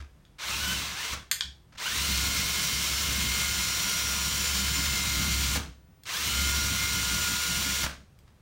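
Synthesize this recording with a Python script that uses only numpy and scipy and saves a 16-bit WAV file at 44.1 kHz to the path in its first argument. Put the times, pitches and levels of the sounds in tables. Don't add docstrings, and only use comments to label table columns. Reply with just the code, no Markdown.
import sys
import numpy as np
from scipy import signal
from scipy.fft import rfft, irfft, next_fast_len
from scipy.io import wavfile
from scipy.ndimage import map_coordinates

SR = 44100
rng = np.random.default_rng(int(sys.argv[2]) if len(sys.argv) > 2 else 0)


def pcm_store(signal):
    levels = np.round(np.clip(np.atleast_2d(signal), -1, 1) * 32767)
    wavfile.write(sys.argv[1], SR, levels.astype(np.int16).T)


N = 370881

# pitch_hz, level_db
ROOM_TONE = [(15, -35.5), (25, -7), (53, 3.5), (144, -0.5), (174, -9), (222, -26), (291, -14), (15800, -39)]
# pitch_hz, fade_s
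ROOM_FADES = [(150, 0.5), (1000, 0.31), (3500, 0.34), (8000, 0.33), (15000, 0.24)]
# pitch_hz, level_db
MIC_COLOUR = [(6900, 0.5), (7600, -1), (8400, 1.5), (9800, 0), (10450, -2.5), (11500, 0), (14300, -2),
              (15500, 1.5)]

# start_s, level_db, fade_s
RATTLES = [(0, -44.5, 0.13), (1.125, -30.5, 0.19), (1.722, -50.5, .3), (5.548, -27.5, 0.28),
           (7.83, -24, 0.21), (8.268, -55.5, .12)]
# pitch_hz, level_db
RATTLE_COLOUR = [(150, 4.5), (400, -1.5), (800, 0), (1400, 4), (3200, -3.5), (6000, -7), (15000, -31)]
# start_s, level_db, brightness_hz
SWITCH_SNAPS = [(0.251, -42.5, 5000), (0.389, -34.5, 12000), (1.3135, -5.5, 13100), (1.317, -12.5, 12000),
                (1.408, -8, 5130), (1.782, -27, 9000), (6.035, -36, 15000), (6.064, -31, 9000),
                (8.189, -48, 15000)]
# pitch_hz, width_hz, level_db
SHELL_RINGS = [(1696, 360, -2), (3365, 220, 5.5), (4600, 770, -3), (5300, 610, -3), (6700, 530, -2),
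               (8730, 1300, -6), (14100, 1400, -4.5)]

# pitch_hz, width_hz, level_db
WALL_RINGS = [(34, 6.6, -11.5), (58, 8, 0.5), (99.6, 9.2, 1), (116.3, 9, -2.5), (135.8, 9.5, -1.5),
              (167, 15.3, 0), (195.6, 6.7, 1.5), (217.4, 14, -5), (280, 16.2, -7), (351, 27.4, -13.5)]
# time_s, level_db
BIT_PUSH = [(0.58, -28), (0.95, -37.5), (1.85, -39), (1.98, -31.5), (2.6, -43.5), (3.2, -34), (3.8, -46.5),
            (4.1, -37), (4.38, -39.5), (4.65, -32), (5.03, -35), (5.3, -30), (6.18, -38.5), (6.45, -27.5),
            (6.74, -42), (6.9, -33.5), (7.3, -44), (7.8, -36.5)]
# start_s, level_db, fade_s
HAND_BUMPS = [(0, -37.5, 0.32), (1.11, -40.5, 0.46), (1.44, -40.5, 0.45)]

# start_s, release_s, spin_up_s, level_db
TRIGGER_PULLS = [(0.384, 1.14, 0.075, -28.5), (1.774, 5.57, 0.079, -29), (6.054, 7.848, 0.067, -29)]
# time_s, turns_per_s
TRIGGER_SPEED = [(.73, 148), (.85, 100), (.93, 66), (1.05, 101), (1.12, 106), (1.77, 205.5), (3.1, 205),
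                 (3.8, 203.2), (5.2, 202.2), (7.8, 203.6)]
# pitch_hz, level_db
WHIRR_COLOUR = [(180, -44.5), (300, -13.5), (798, -15.5), (1040, -7.5), (1330, -7), (1400, -6.5),
                (1500, -5.5), (1890, -9.5), (2160, -2.5), (2420, -4.5), (4190, -3.5), (4870, -7),
                (5840, -4), (10600, -14), (15800, -12)]
# pitch_hz, width_hz, level_db
GEARBOX_RINGS = [(1574, 220, -1.5), (2160, 300, 2), (3100, 500, -6)]
# pitch_multiple, level_db
TOOTH_TONES = [(1, 0), (2, 1), (3, -5)]
# cycles_per_turn, level_db
SHAFT_TONES = [(8, -25), (11, -23.5), (14, -19.5), (15.1, -16.5), (20.12, -27.5), (21, -17.5), (23, -20),
               (26, -16.5), (29, -26), (34, -23), (42, -24), (48, -26.5), (49, -24), (65, -25), (70, -28)]
# time_s, level_db
MOTOR_WHINE = [(2.1, -41.5), (3.1, -59), (3.45, -41), (4.6, -45), (5.5, -44), (6.35, -38.5), (7.35, -38.5),
               (7.8, -40.5)]
# time_s, level_db
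GEAR_WHINE = [(2.05, -41), (3.11, -46), (3.26, -38), (4.42, -52), (4.97, -35.5), (5.5, -43.5),
              (6.35, -38.5), (6.728, -43), (6.842, -33), (7.156, -48), (7.8, -42)]
# time_s, fourth_db, fifth_db
HIGH_WHISTLES = [(2.7, -42, -48), (3.45, -47, -44), (3.9, -34.5, -41), (4.3, -37, -41), (4.9, -49, -39.5),
                 (6.6, -40.5, -42), (7.6, -40.5, -40.5)]

TEETH_PER_TURN, CONTACTS_PER_TURN = 10.41, 7
BRAKE_FADE_S = 0.059
LOAD_DB, LOAD_TURNS_PER_S2 = 2.5, 230
TOP_HZ = 15800


def amp(db):
    return 10 ** (np.asarray(db) / 20)


def unit(x):
    return x / np.sqrt(np.mean(x ** 2) + 1e-20)


def along(points, hz):
    pitches, values = np.transpose(points)
    return np.interp(np.log(hz + 1), np.log(pitches + 1), values)


def curves(rows):
    times, *columns = np.transpose(rows)
    return np.array([np.interp(np.arange(N) / SR, times, column) for column in columns])


def noise():
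    return rng.standard_normal(N)


def wobble(rate):
    return map_coordinates(rng.standard_normal(int(N * rate / SR) + 4), [np.arange(N) * rate / SR])


def pattern(turns, count):
    shape = unit(irfft(np.r_[0, np.exp(2j * np.pi * rng.random(count))], 2 ** 12))
    return np.interp(turns, np.arange(len(shape)) / len(shape), shape, period=1)


def tone(turns, per_turn, flutter_db=2.0, drift_db=3):
    wave = np.sqrt(2) * np.sin(2 * np.pi * (per_turn * turns + rng.random()))
    return wave * unit(amp(flutter_db * wobble(45) + drift_db * wobble(3.025)))


def bursts(rows, rise_s=0.004):
    level = np.zeros(N)
    for start_s, db, fade_s in rows:
        age = np.maximum(np.arange(N) / SR - start_s, 0)
        level += (1 - np.exp(-age / rise_s)) * amp(db - 60 * age / fade_s)
    return level


def lag(x, seconds):
    keep = np.exp(-1 / (seconds * SR))
    return signal.lfilter([1 - keep], [1, -keep], x)


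def filtered(x, response):
    size = next_fast_len(N + SR // 2)
    return irfft(rfft(x, size) * response(np.fft.rfftfreq(size, 1 / SR)), size)[:N]


def coloured(x, colour):
    return unit(filtered(x, lambda hz: amp(along(colour, hz))))


def treble(x, corner_hz):
    return filtered(x, lambda hz: hz ** 2 / (hz ** 2 + corner_hz ** 2))


def resonate(x, rings):
    return filtered(x, lambda hz: sum(
        (-1) ** k * amp(db) * 1j * hz * width / (pitch ** 2 - hz ** 2 + 1j * hz * width)
        for k, (pitch, width, db) in enumerate(rings)))


def room_tone():
    return amp(-58.5) * coloured(noise(), ROOM_TONE)


def room(x, echo_db, stretch=1):
    hz, t, hiss = signal.stft(rng.standard_normal(SR // 2), SR, nperseg=256)
    fade_s = stretch * along(ROOM_FADES, hz)[:, None]
    tail = signal.istft(hiss * amp(-60 * t / fade_s), SR, nperseg=256)[1]
    delayed = np.pad(x, (SR // 400, 0))
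    echo = signal.fftconvolve(delayed, tail / np.linalg.norm(tail))[:N]
    return (x + amp(echo_db) * echo) / np.hypot(1, amp(echo_db))


def clatter():
    rattle = coloured(noise() * amp(5.4 * wobble(250)), RATTLE_COLOUR)
    return room(rattle * bursts(RATTLES), echo_db=-6)


def snaps(fade_s=0.011):
    t = np.arange(SR // 20) / SR
    cracks = np.zeros(N + SR)
    for start_s, db, brightness_hz in SWITCH_SNAPS:
        soften = signal.butter(2, brightness_hz, fs=SR)
        crack = amp(db - 60 * t / fade_s) * rng.standard_normal(len(t))
        cracks[round(start_s * SR):][:len(t)] += signal.lfilter(*soften, crack)
    clicks = amp(5) * resonate(cracks[:N], SHELL_RINGS) + amp(-27) * treble(cracks[:N], corner_hz=1500)
    return room(clicks, echo_db=-2, stretch=0.86)


def wall(speed, running, boom_hz=68.2):
    boom = np.sqrt(2) * np.sin(2 * np.pi * boom_hz * np.arange(N) / SR + 0.86 * wobble(13))
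    boom *= amp(1.2 * wobble(18))
    catching = noise() * amp(2.7 * wobble(35))
    rumble = unit(resonate(catching, WALL_RINGS))
    rumble = filtered(rumble, lambda hz: 1 / (1 + (hz / 600) ** 4))
    shaking = running * (speed / speed.max()) ** 2.5
    push_db = curves(BIT_PUSH)[0]
    rumble_db = -40.5 + 0.56 * (push_db - push_db.mean())
    bumps = bursts(HAND_BUMPS, rise_s=0.0045)
    boom_level = lag(shaking * amp(push_db - 2.4), seconds=0.07) + bumps
    rumble_level = lag(shaking * amp(rumble_db), seconds=0.05) + amp(-19) * bumps + amp(-64.5)
    return boom_level * boom + rumble_level * rumble


def motor():
    t = np.arange(N) / SR
    spun_up, running, level = np.zeros((3, N))
    for start_s, release_s, spin_up_s, db in TRIGGER_PULLS:
        age = np.maximum(t - start_s, 0)
        held = (age > 0) * amp(-60 * np.maximum(t - release_s, 0) / BRAKE_FADE_S)
        spun_up = np.where(age > 0, 1 - np.exp(-age / spin_up_s), spun_up)
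        running += held
        level += amp(db) * held
    return spun_up * curves(TRIGGER_SPEED)[0], running, level


def brushes(turns, pace):
    scrape = coloured(noise() * amp(1.85 * pattern(turns, count=14)), WHIRR_COLOUR)
    dullness = np.clip(1.14 * (1 - pace), 0, 1)
    whirr = scrape - dullness * treble(scrape, corner_hz=5930)
    buzz = coloured(pattern(turns, count=78), WHIRR_COLOUR)
    return amp(-1) * whirr + pace ** 2 * (amp(-18.5) * buzz + amp(-15) * treble(buzz, corner_hz=9000))


def gears(turns, pace):
    teeth = sum(amp(db) * tone(turns, k * TEETH_PER_TURN, drift_db=1) for k, db in TOOTH_TONES)
    commutator = amp(-3) * tone(turns, CONTACTS_PER_TURN, drift_db=1)
    uneven_contact = unit(amp(2.8 * wobble(260)))
    rattle = treble((teeth + commutator) * uneven_contact, corner_hz=1100)
    return np.sqrt(1 - pace) * pace * (amp(-4) * resonate(rattle, GEARBOX_RINGS) + amp(-5) * rattle)


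def whines(turns):
    motor_level, gear_level = amp(curves(MOTOR_WHINE)[0] + 0.3), amp(curves(GEAR_WHINE)[0])
    fourth_level, fifth_level = amp(curves(HIGH_WHISTLES))
    circling = 1 + 0.25 * pattern(turns * 0.335, count=2)
    whistle = amp(-1) * tone(turns, 4 * CONTACTS_PER_TURN, drift_db=1.5)
    whistle += amp(-8) * tone(turns, per_turn=26, drift_db=2.5)
    return (motor_level * tone(turns, CONTACTS_PER_TURN, flutter_db=0, drift_db=0.9)
            + gear_level * circling * tone(turns, TEETH_PER_TURN, flutter_db=1.5, drift_db=1)
            + fourth_level * whistle
            + fifth_level * tone(turns, 5 * CONTACTS_PER_TURN, drift_db=-1.5))


def drill(speed, running, pull_level):
    turns = np.cumsum(speed * (1 + 0.000474 * wobble(25) + 0.00149 * wobble(160))) / SR
    chuck_turns = turns / 19.55
    pace = speed / speed.max()
    level = pull_level * pace ** 0.4
    speeding_up = np.tanh(np.gradient(speed) * SR / LOAD_TURNS_PER_S2)
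    load = amp(LOAD_DB * lag(speeding_up, seconds=0.018))
    throb = amp(0.76 * pattern(chuck_turns, count=6) + 0.52 * wobble(30))
    overtones = pace ** 6 * sum(amp(db) * tone(turns, per_turn) for per_turn, db in SHAFT_TONES)
    whirr = room(level * throb * brushes(turns, pace), echo_db=-6.5)
    growl = room(level * load * throb * gears(turns, pace), echo_db=-2.5)
    return whirr + growl + level * overtones + running * pace ** 16 * whines(turns)


def scene():
    speed, running, level = motor()
    mono = drill(speed, running, level) + wall(speed, running) + snaps() + clatter() + room_tone()
    return np.array([mono, mono])


def record(dry):
    return np.array([filtered(channel, lambda hz: amp(along(MIC_COLOUR, hz)) * (hz < TOP_HZ))
                     for channel in dry])


dry = scene()
out = record(dry)
pcm_store(out)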